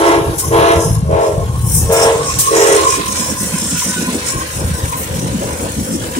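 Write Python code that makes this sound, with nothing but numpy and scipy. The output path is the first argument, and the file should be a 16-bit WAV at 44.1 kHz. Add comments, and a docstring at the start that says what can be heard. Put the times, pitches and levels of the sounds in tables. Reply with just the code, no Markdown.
"""Freight train passing close

A diesel freight sounds five short blasts on a five-chime air horn, echoed by trees and buildings.
The rails sizzle ahead of the wheels, the exhaust rumbles and chuffs, and gears and fans whine and drop
in pitch. The second locomotive and first cars roll by with dull wheel thumps and clanking couplers."""
import sys
import numpy as np
from scipy import signal
from scipy.fft import rfft, irfft, next_fast_len
from scipy.io import wavfile
from scipy.ndimage import uniform_filter1d, map_coordinates

SR = 44100
rng = np.random.default_rng(int(sys.argv[2]) if len(sys.argv) > 2 else 0)


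def generate_wav(sig):
    """Save sig (samples, or channels by samples) to the path in sys.argv[1] as 16-bit PCM at SR."""
    pcm = np.round(np.clip(np.atleast_2d(sig).T, -1, 1) * 32767).astype(np.int16)
    wavfile.write(sys.argv[1], SR, pcm)


N = 273059
TIME = np.arange(N) / SR
PORT_DELAY_S, TOP_HZ = .00039, 15700  # travel time between the two microphone ports; treble limit

# horn blasts: open_s, shut_s, five columns of fundamental_db (one a chime), overtone_db,
# tilt_db_per_octave, tree_echo_db
BLASTS = [(-.03, 0.164, -14, -19.5, -21.5, -24, -28.5, -16.5, 2, -10),
          (0.507, 0.742, -19, -21.5, -15, -21.5, -24, -15.5, 2.5, -17.5),
          (1.088, 1.265, -29, -23.5, -20.5, -19.5, -19, -18.5, -6.5, -7),
          (1.887, 2.117, -42, -24.5, -14.5, -20.5, -23.5, -20, 1.5, -19),
          (2.508, 2.767, -21.5, -15.5, -14.5, -19.5, -29, -24.5, 3.5, -15.5)]
# the horn's chord, one entry a chime: pitch_hz
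CHIME_HZ = [336.6, 412.4, 456.8, 546, 629]
# brassiness of each chime: overtone_db
CHIME_OVERTONE_DB = [2, -6, -2.5, 1.5, -7.5]
# colour the horn bells give the overtones: freq_hz, level_db
BELL_EQ = [(670, -1.5), (900, 0.5), (1100, -9.5), (1370, -12.5), (1650, -17), (2200, -37), (3300, -28.5),
           (5500, -37)]
# breathy rasp between the horn's partials: freq_hz, level_db
RASP_EQ = [(200, -90), (320, -5.5), (520, -14.5), (800, -7.5), (1300, -12), (2000, -12), (3500, -20),
           (5000, -28.5), (9000, -42)]
# Doppler bend of the horn as it draws near: time_s, pitch_ratio
HORN_DOPPLER = [(0, 1), (2.1, 1), (2.55, .997), (2.9, .988)]

# steady hiss of the rails: time_s, main_band_db, upper_band_db
RAIL_LEVELS = [(0, -43, -51), (0.3, -34.5, -35), (0.6, -30.5, -32.5), (0.93, -28.5, -29),
               (1.04, -40.5, -45.5), (1.56, -39.5, -40), (1.85, -31, -46), (2.17, -28.5, -34),
               (2.56, -25, -38), (3.04, -27.5, -26.5), (4.0, -23.5, -27), (4.7, -29, -29.5),
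               (5.3, -29.5, -32.5), (6.19, -29, -30.5)]
# surges of hiss as wheels bear on the rail: peak_s, half_length_s, main_band_db, upper_band_db
RAIL_SURGES = [(0.09, 0.064, -24, -29), (.47, 0.065, -29, -27), (0.825, 0.043, -21.5, -32),
               (1.27, .05, -31.5, -40), (1.765, 0.042, -17.5, -12.5), (2.007, 0.042, -12.5, -19.5),
               (2.318, 0.046, -18, -32), (2.47, 0.056, -18, -21.5), (2.644, 0.082, -14, -20),
               (2.73, 0.028, -17, -37), (2.898, 0.043, -13, -29), (3.182, 0.053, -17.5, -31),
               (3.31, 0.02, -18, -29), (3.46, .04, -21.5, -22), (3.65, .06, -19, -28),
               (3.786, 0.046, -14, -34), (3.914, 0.022, -18, -33), (4.28, 0.028, -16.5, -30),
               (5.948, .02, -25.5, -34)]
# rail waves cut on sharply, and from afar only narrow bands arrive; all four: freq_hz, level_db
RAIL_MAIN_FAR_EQ = [(4700, -37), (5100, -0.5), (6000, -1.5), (6300, -1.5), (7700, -3), (8100, -9),
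                    (9400, -1.5), (10000, -38)]
RAIL_MAIN_NEAR_EQ = [(4750, -20), (5100, 1), (6500, 3), (8000, 3.5), (9200, 3.5), (9700, -14), (10500, -29),
                     (12000, -15)]
RAIL_UPPER_FAR_EQ = [(9200, -20), (9600, 1.5), (10200, -6.5), (11000, -8.5), (13000, -15), (15500, -30)]
RAIL_UPPER_NEAR_EQ = [(8800, 4.5), (9900, 0), (11500, -5), (13000, -6.5), (15700, -3)]
# wheel slips on the rail head: start_s, level_db, hold_s, decay_s, low_cut_hz
SCRAPES = [(0.379, -13.5, 0.023, 0.025, 5550), (1.74, -31, .03, .04, 6500),
           (1.919, -14, 0.013, 0.021, 8000), (2.385, -7.5, 0.025, 0.023, 4840),
           (3.762, -21, 0.039, 0.027, 4900), (4.963, -22.5, 0.055, 0.045, 12000)]
# colour of a slip: freq_hz, level_db
SCRAPE_EQ = [(2000, -6), (4500, -6.5), (5300, -4.5), (9200, 3), (11000, -7), (15700, -5.5)]

# bed of diesel rumble: time_s, level_db
ENGINE_LEVELS = [(0, -31), (0.7, -27), (1.3, -29), (2.2, -25.5), (2.66, -34), (2.95, -30), (3.6, -32),
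                 (4.22, -34.5), (4.7, -29), (6.19, -30)]
# booming swells in the rumble: start_s, hold_s, level_db
ENGINE_BOOMS = [(0.164, 0.038, -19.5), (0.259, 0.051, -16), (0.445, 0.18, -18.5), (.74, 0.043, -12.5),
                (0.843, 0.18, -12.5), (1.029, 0.13, -15), (1.328, 0.27, -16.5), (1.587, 0.307, -13.5),
                (2.32, 0.064, -22), (4.33, .04, -21), (4.55, 0.07, -21), (4.626, .11, -16.5),
                (4.817, 0.037, -15.5), (5.08, 0.26, -22.5), (5.44, 0.034, -22), (5.75, 0.051, -22.5),
                (5.99, .04, -24)]
# exhaust stack resonances: centre_hz, width_hz, level_db
STACK_MODES = [(60.6, 18, -1.5), (82.4, 33, 6), (112.8, 40, 4), (144.3, 35.6, -2.5)]
# exhaust chuffs of the lead engine, about one an engine cycle: start_s, level_db, centre_hz
CHUFFS = [(2.971, -9, 312), (3.074, -15, 187), (3.182, -11.5, 232), (3.298, -10.5, 225), (3.408, -9, 190),
          (3.521, -6, 190), (3.619, -10, 203), (3.714, -7, 160), (3.859, -8.5, 197), (3.961, -7, 190),
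          (4.009, -11, 290), (4.071, -6, 211), (4.124, -6.5, 288)]

# rolling wheels: time_s, roar_db, grind_db
ROLL_LEVELS = [(0.4, -32.5, -34), (1.02, -29.5, -40.5), (1.64, -36, -38), (2.35, -30, -28),
               (2.9, -33, -22.5), (3.4, -34, -30), (3.95, -35, -25.5), (4.6, -28.5, -31),
               (5.25, -30.5, -31.5), (5.65, -29, -30.5), (5.9, -31, -34), (6.19, -28, -29.5)]
# track roar close by, track roar from afar and wheel grind; all three: freq_hz, level_db
ROAR_NEAR_EQ = [(30, -23), (50, -7), (75, 5.5), (120, -6), (190, -2), (300, 0), (400, -6), (520, 4),
                (620, -6.5), (780, -10), (1000, -7), (1400, -25)]
ROAR_FAR_EQ = [(30, -29), (60, -11), (130, 9), (180, -9), (260, 2), (400, 1), (510, 1), (620, -19),
               (780, -2.5), (1000, -4.5), (1400, -24)]
GRIND_EQ = [(600, -19), (1100, 0), (1500, 9), (2100, 6), (3000, 4.5), (4200, 4), (4900, 0), (7000, -13),
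            (15000, -19)]
# wheel sets thumping over the track: start_s, level_db, centre_hz
THUMPS = [(4.334, -18, 340), (4.624, -13.5, 161.7), (4.683, -23, 190), (4.832, -21, 142.7),
          (5.137, -15.5, 177), (5.226, -11, 175), (5.259, -20, 212), (5.326, -8, 197), (5.41, -14, 488),
          (5.766, -12, 221), (5.799, -16, 176), (5.885, -11, 193), (5.926, -11, 265), (6.163, -8.5, 283)]

# steady whine of the traction gears: time_s, level_db
GEAR_LEVELS = [(0.38, -31), (1.55, -31), (1.82, -42.5), (2.2, -29.5), (2.8, -29), (3.4, -35), (4.2, -34),
               (4.65, -35), (5.55, -36.5), (5.9, -53), (6.19, -30)]
# note of the gears, sagging as they pass: time_s, pitch_hz
GEAR_PITCH = [(0, 1072), (2.6, 1083), (2.9, 1047), (3.2, 1025), (3.7, 1012), (4.25, 1002), (4.36, 1067),
              (4.6, 1019), (4.92, 1045), (5.2, 994), (6.19, 996)]
# brief flares of gear whine: peak_s, half_length_s, level_db
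GEAR_FLARES = [(2.204, 0.018, -17), (2.296, 0.017, -15.5), (2.48, .03, -12), (2.89, 0.06, -11.5),
               (3.096, 0.033, -18.5), (3.246, 0.058, -23), (4.35, .05, -24), (4.93, 0.016, -18.5)]
# cooling fan whine: time_s, pitch_hz, level_db
FAN_WHINE = [(2.8, 1600, -58), (3.3, 1570, -38), (3.75, 1520, -66), (3.98, 1490, -26), (4.1, 1485, -40),
             (4.4, 1480, -50), (5.2, 1470, -50)]
# knocks of couplers and brake rigging: start_s, level_db
CLANKS = [(4.335, -41), (4.85, -25), (4.926, -21), (5.41, -41), (5.73, -36), (6.15, -23.5)]
# ring of their steel: pitch_hz, level_db, t60_s
CLANK_MODES = [(530, -7, 0.31), (630, -13, 0.11), (963, 9, 0.093), (1115, -3, 0.14), (1290, -17, .1),
               (1710, -12, .14), (2060, -5, 0.096), (2390, -19, 0.098)]

# the train's place in the stereo image: time_s, left_lag_ms, left_minus_right_db
BEARING = [(0, -0.27, 0.5), (1.3, -0.35, 3), (1.8, -0.14, 3.5), (2.5, -0.31, -2), (3.1, -0.34, -4.5),
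           (3.75, 0.049, -2.5), (4.4, 0.33, 2.5), (6.19, 0.43, 2)]
# colour of the two microphone ports: freq_hz, left_minus_right_db
PORT_EQ = [(60, -3), (110, 0), (200, -1), (380, 1), (700, -1.5), (1290, -1.5), (2380, -1.5), (4400, 0),
           (6000, -2.5), (8120, 2.5), (15000, 0)]


def horn(echo_db=-5, leak_db=-15, waver=0.0014, rasp_db=-19):
    """Five diaphragm chimes blown together; trees and buildings smear each blast into a tail."""
    blasts = np.array(BLASTS)
    valve, fundamental_db = blasts[:, :2], blasts[:, 2:7]
    overtone_db, tilt_db, tree_db = blasts[:, 7:].T
    blast_no = np.clip(np.searchsorted(valve[:, 0] - .06, TIME) - 1, 0, None)
    pressure = sum(burst(on, off - on, 0.01, 0.074) for on, off in valve)
    # the diaphragms speak softly as the valve cracks open
    pressure += undb(leak_db) * sum(burst(on - .045, 0.071, 0.0081, 0.024) for on, _ in valve)
    # the brassy overtones bloom later than the fundamentals and die first
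    brass = sum(burst(on + 0.0026, off - on - .02, 0.046, 0.023) for on, off in valve)
    echo = sum(burst(on + 0.0077, off - on, 0.034, 0.09) for on, off in valve)
    trees = sum(undb(db) * burst(on + 0.17, off - on, 0.1, 0.019)
                for (on, off), db in zip(valve, tree_db))
    live = slice(0, int((valve[-1, 1] + .6) * SR))
    doppler, = curves(HORN_DOPPLER)
    direct, scattered = np.zeros(N), np.zeros((2, N))
    paths = [unit(smear(24) + 0.87 * smear(95))[live] for _ in range(11)]
    for chime, hz in enumerate(CHIME_HZ):
        pitch_hz = hz * doppler * (1 + waver * wander(24.5))
        turn = np.exp(2j * np.pi * np.cumsum(pitch_hz[live]) / SR)
        wave = np.sqrt(2)
        for k in range(1, int(4200 / hz) + 1):
            wave = wave * turn  # step up to harmonic k
            colour_db = eq_db(BELL_EQ, k * hz) + tilt_db * np.log2(k * hz / BELL_EQ[0][0])
            db = fundamental_db[:, chime] if k == 1 else overtone_db + CHIME_OVERTONE_DB[chime] + colour_db
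            partial = undb(db)[blast_no[live]] * wave * np.exp(2j * np.pi * rng.random())
            direct[live] += partial.real * (pressure if k == 1 else brass)[live]
            # the far tree line returns mostly the low tones
            returned = partial * (undb(echo_db) * echo[live] + trees[live] / k ** 2)
            mid, side = ((returned * paths[i]).real for i in rng.permutation(len(paths))[:2])
            mid_gain, side_gain = diffuse_gains(k * hz)
            scattered[:, live] += mid_gain * mid + side_gain * np.array([side, -side])
    rasp = shimmer(noise_bed(RASP_EQ, direct=0.42), grain_hz=49.6, grain_s=0.086, depth_db=3)
    rasp_level = (echo + brass) / 2 * undb(rasp_db + tilt_db[blast_no])  # brighter blasts rasp more
    return pan(direct) + scattered + rasp * rasp_level


def rail_hiss(level_db=-1, far_upper_db=3, far_right_db=-11, flutter_db=1.5, sway_db=1.15):
    """High waves sizzle along the steel ahead of the wheels; the bands fill out as the train arrives."""
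    main_db, upper_db = curves(RAIL_LEVELS)
    main_level = with_events(main_db, [(db, swell(s, half)) for s, half, db, _ in RAIL_SURGES])
    upper_level = with_events(upper_db, [(db, swell(s, half)) for s, half, _, db in RAIL_SURGES])
    closeness = np.interp(TIME, [1.0, 1.7], [0, 0.85])
    far, near = np.sqrt(1 - closeness), np.sqrt(closeness)
    main = far * noise_bed(RAIL_MAIN_FAR_EQ, direct=0.17)
    main += near * noise_bed(RAIL_MAIN_NEAR_EQ, direct=0.11)
    lean_left = unit(undb([[0], [far_right_db]]))
    upper = far * undb(far_upper_db) * lean_left * noise_bed(RAIL_UPPER_FAR_EQ, direct=0.26)
    upper += near * noise_bed(RAIL_UPPER_NEAR_EQ, direct=0.2)
    hiss = main * main_level + upper * upper_level
    # each wheel sets different rail resonances singing
    hiss = shimmer(hiss, grain_hz=69.7, grain_s=.06, depth_db=3.5)
    hiss = shimmer(hiss, grain_hz=900, grain_s=.07, depth_db=1.0)
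    return hiss * undb(level_db + flutter_db * wander(150) + sway_db * wander(22.03))


def wheel_scrapes():
    """A wheel slips on the rail head: a short, bright spit of hiss."""
    hiss, out = noise_bed(SCRAPE_EQ, direct=0.21), 0
    for s, db, hold_s, decay_s, low_cut_hz in SCRAPES:
        low_cut = signal.butter(2, low_cut_hz, "high", fs=SR, output="sos")
        out = out + unit(signal.sosfilt(low_cut, hiss)) * undb(db) * burst(s, hold_s, 0.0036, decay_s)
    return out


def diesel(cycle_hz=8.9, cylinders=16, scatter_db=5, throb_db=2.5, side_db=-17):
    """Uneven cylinder firings boom in the exhaust stack and throb once an engine cycle."""
    firings = np.arange(1200)
    jitter, strength = rng.standard_normal((len(firings), 2)).T
    firing_s = (firings + 0.31 * jitter) / (cycle_hz * cylinders)
    size = undb(scatter_db * strength + throb_db * np.sin(2 * np.pi * firings / cylinders))
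    pulses = np.bincount(np.abs(firing_s * SR).astype(int), size - size.mean(), minlength=N)[:N]
    muffler = lambda f: 1 / np.sqrt((1 + (f / 200) ** 8) * (1 + (36 / f) ** 4))
    stack = lambda f: sum(undb(db) * resonance(f, hz, width) ** 2 for hz, width, db in STACK_MODES)
    exhaust = lambda f: muffler(f) * stack(f)
    rumble = filtered(pulses, exhaust)
    # evened out, so that engine load alone sets the loudness
    rumble /= np.sqrt(uniform_filter1d(rumble ** 2, SR // 16) + 1e-12)
    side = undb(side_db) * unit(filtered(rng.standard_normal(N), exhaust))
    steady_db, = curves(ENGINE_LEVELS)
    booms = [(db, burst(s, hold_s, 0.0098, 0.027)) for s, hold_s, db in ENGINE_BOOMS]
    return (pan(rumble) + np.array([side, -side])) * with_events(steady_db, booms)


def exhaust_chuffs():
    """The lead engine puffs from its stack as it passes."""
    return puffs(CHUFFS, hold_s=0.026, rise_s=0.003, decay_s=0.029, width_ratio=0.62, gain_db=-10)


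def rolling(near_db=3, far_db=2, roar_sway_db=3, grind_sway_db=0.97, judder_db=1.43):
    """Rough wheels on rough rail: the track roars low, fuller close by, and the wheels grind on top."""
    roar_db, grind_db = curves(ROLL_LEVELS)
    closeness = np.interp(TIME, [2.0, 3.0], [0.092, 0.98])
    roar = np.sqrt(closeness) * noise_bed(ROAR_NEAR_EQ, direct=0.58) * undb(near_db)
    roar += np.sqrt(1 - closeness) * noise_bed(ROAR_FAR_EQ, direct=0.51) * undb(far_db)
    grind = shimmer(noise_bed(GRIND_EQ, direct=0.15), grain_hz=59.9, grain_s=.07, depth_db=3.5)
    jolts_db = grind_sway_db * wander(21.846) + judder_db * wander(170)
    return roar * undb(roar_db + roar_sway_db * wander(18)) + grind * undb(grind_db + jolts_db)


def wheel_thumps():
    """Wheel sets thud over the track."""
    return puffs(THUMPS, hold_s=0.025, rise_s=0.0019, decay_s=0.038, width_ratio=0.42, gain_db=-7)


def traction_gears(level_db=-3, flutter_db=3.5):
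    """Gear teeth whine, dropping in pitch as they pass; the bogies shade them in turn."""
    steady_db, = curves(GEAR_LEVELS)
    pitch_hz, = curves(GEAR_PITCH)
    level = with_events(steady_db, [(db, swell(s, half)) for s, half, db in GEAR_FLARES])
    teeth = whine(pitch_hz, spread_hz=70) + 0.5 * whine(pitch_hz * 1.03, spread_hz=190)
    return teeth * level * undb(level_db + flutter_db * wander(35))


def cooling_fans():
    """Fan blades sing a thin note that slides down as they pass."""
    pitch_hz, level_db = curves(FAN_WHINE)
    return whine(pitch_hz, spread_hz=35) * undb(level_db)


def coupler_clanks(rattle_s=0.011, crack_db=-3):
    """Slack steel parts knock together in a quick rattle and ring briefly."""
    blows = sum(undb(db) * burst(s, 0.005, 0.0016, rattle_s) for s, db in CLANKS) * rng.standard_normal(N)
    ring = lambda f: unit(sum(undb(db) * resonance(f, hz, np.log(1000) / (np.pi * t60))
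                              for hz, db, t60 in CLANK_MODES))
    crack = lambda f: undb(crack_db) * unit(resonance(f, centre_hz=1300, width_hz=1800) ** 2)
    return pan(filtered(blows, lambda f: ring(f) + crack(f)))


def puffs(table, hold_s, rise_s, decay_s, width_ratio, gain_db):
    """Dull noise hits, each in a broad resonance of its own, with the deep bass rolled off."""
    out, span = np.zeros(N + SR), SR // 4
    envelope = burst(0, hold_s, rise_s, decay_s)[:span]
    f = np.maximum(np.fft.rfftfreq(span, 1 / SR), 1)
    for s, db, hz in table:
        spectrum = rfft(rng.standard_normal(span)) * resonance(f, hz, width_ratio * hz) ** 2
        body = irfft(spectrum, span) * envelope
        body /= np.sqrt(np.sum(body ** 2) / np.sum(envelope ** 2))
        start = int(s * SR)
        out[start:start + span] += undb(db + gain_db) * body
    return pan(filtered(out[:N], lambda f: 1 / np.sqrt(1 + (125 / f) ** 8)))


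def whine(hz, spread_hz):
    """A tone smeared by many teeth or blades running slightly apart."""
    turn = np.exp(2j * np.pi * np.cumsum(hz) / SR)
    tone = lambda: unit((turn * smear(spread_hz)).real)
    return 0.86 * pan(tone()) + .5 * np.array([tone(), tone()])


def noise_bed(eq, direct):
    """Coloured stereo noise: the direct share of its power follows the train, the rest is diffuse."""
    source, mid, side = rng.standard_normal((3, N))
    mid = filtered(mid, lambda f: diffuse_gains(f)[0])
    side = filtered(side, lambda f: diffuse_gains(f)[1])
    blend = np.sqrt(direct) * pan(source) + np.sqrt(1 - direct) * np.array([mid + side, mid - side])
    return unit(filtered(blend, lambda f: undb(eq_db(eq, f))))


def diffuse_gains(hz):
    """Mid and side gains of sound from all around: centred in the bass, wide above."""
    alike = np.sinc(2 * hz * PORT_DELAY_S)
    return np.sqrt((1 + alike) / 2), np.sqrt((1 - alike) / 2)


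def pan(x, oversample=4):
    """Place a sound on the train by its delay and level at the two ports."""
    lag_ms, pan_db = curves(BEARING)
    fine = signal.resample_poly(x, oversample, 1)
    positions = [(TIME - side * lag_ms / 2000) * SR * oversample for side in (1, -1)]
    delayed = np.array([map_coordinates(fine, [p], order=1) for p in positions])
    return delayed * undb([pan_db / 2, -pan_db / 2])


def shimmer(x, grain_hz, grain_s, depth_db):
    """Narrow bands flare and fade on their own."""
    f, t, cells = signal.stft(x, SR, nperseg=1024)
    grid = np.meshgrid(f / grain_hz, t / grain_s, indexing="ij")
    flare = unit(map_coordinates(rng.standard_normal((512, 512)), grid, order=1, mode="wrap"))
    return signal.istft(cells * unit(undb(depth_db * flare)), SR, nperseg=1024)[1][..., :N]


def smear(spread_hz):
    """Drifting random gain and phase: many paths adding up."""
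    return unit(wander(spread_hz) + 1j * wander(spread_hz))


def wander(rate_hz):
    """Smooth random modulation at rms 1."""
    knots = rng.standard_normal(4096)
    coarse = map_coordinates(knots, [TIME[::32] * rate_hz], order=3, mode="wrap")
    return unit(np.interp(TIME, TIME[::32], coarse))


def burst(start_s, hold_s, rise_s, decay_s):
    """An envelope that builds, holds and dies away."""
    age = np.maximum(TIME - start_s, 0)
    return (1 - np.exp(-age / rise_s)) * np.exp(-np.maximum(age - hold_s, 0) / decay_s)


def swell(peak_s, half_length_s, shape=1.36):
    """A symmetrical rise and fall; shape 1 is pointed, 2 is a bell."""
    return np.exp(-.5 * np.abs((TIME - peak_s) / half_length_s) ** shape)


def with_events(steady_db, events):
    """Gain of a steady bed with (level_db, envelope) events on top; their powers add."""
    return np.sqrt(undb(steady_db) ** 2 + sum((undb(db) * envelope) ** 2 for db, envelope in events))


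def curves(table):
    """One automation curve for each value column of a timed table."""
    s, *columns = np.transpose(table)
    return [np.interp(TIME, s, c) for c in columns]


def eq_db(points, hz):
    """An EQ curve on a log-frequency axis, falling 36 dB an octave beyond its ends."""
    f, db = np.transpose(points)
    octaves_outside = np.abs(np.log2(hz / np.clip(hz, f[0], f[-1])))
    return np.interp(np.log(hz), np.log(f), db) - 36 * octaves_outside


def filtered(x, response):
    """Apply a frequency response given as a function of Hz."""
    size = next_fast_len(N + SR // 4, real=True)
    f = np.maximum(np.fft.rfftfreq(size, 1 / SR), 1)
    return irfft(rfft(x, size) * response(f), size)[..., :N]


def resonance(f, centre_hz, width_hz):
    """One resonant peak, gain 1 at its centre."""
    return 1 / (1 + 1j * (f / centre_hz - centre_hz / f) * centre_hz / width_hz)


def undb(db):
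    """Decibels to gain."""
    return 10 ** (np.asarray(db) / 20)


def unit(x):
    """Scale to rms 1."""
    return x / np.sqrt(np.mean(np.abs(x) ** 2) + 1e-18)


def scene():
    """The full pass-by: chuffs and thumps, with the horn, track and machinery around them."""
    hits = exhaust_chuffs() + wheel_thumps()
    return (hits + horn() + rail_hiss() + wheel_scrapes() + rolling() + diesel()
            + traction_gears() + cooling_fans() + coupler_clanks())


def record(dry):
    """Each port adds its own colour; the loudest peaks are rounded and the top is cut."""
    hz, db = np.transpose(PORT_EQ)
    balance_db = lambda f: np.interp(np.log(f), np.log(hz), db)
    coloured = filtered(dry, lambda f: undb(np.array([[.5], [-.5]]) * balance_db(f)))
    rounded = coloured / (1 + np.abs(coloured) ** 4) ** .25
    return signal.sosfilt(signal.ellip(10, .2, 70, TOP_HZ, fs=SR, output="sos"), rounded)


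dry = scene()
out = record(dry)
generate_wav(out)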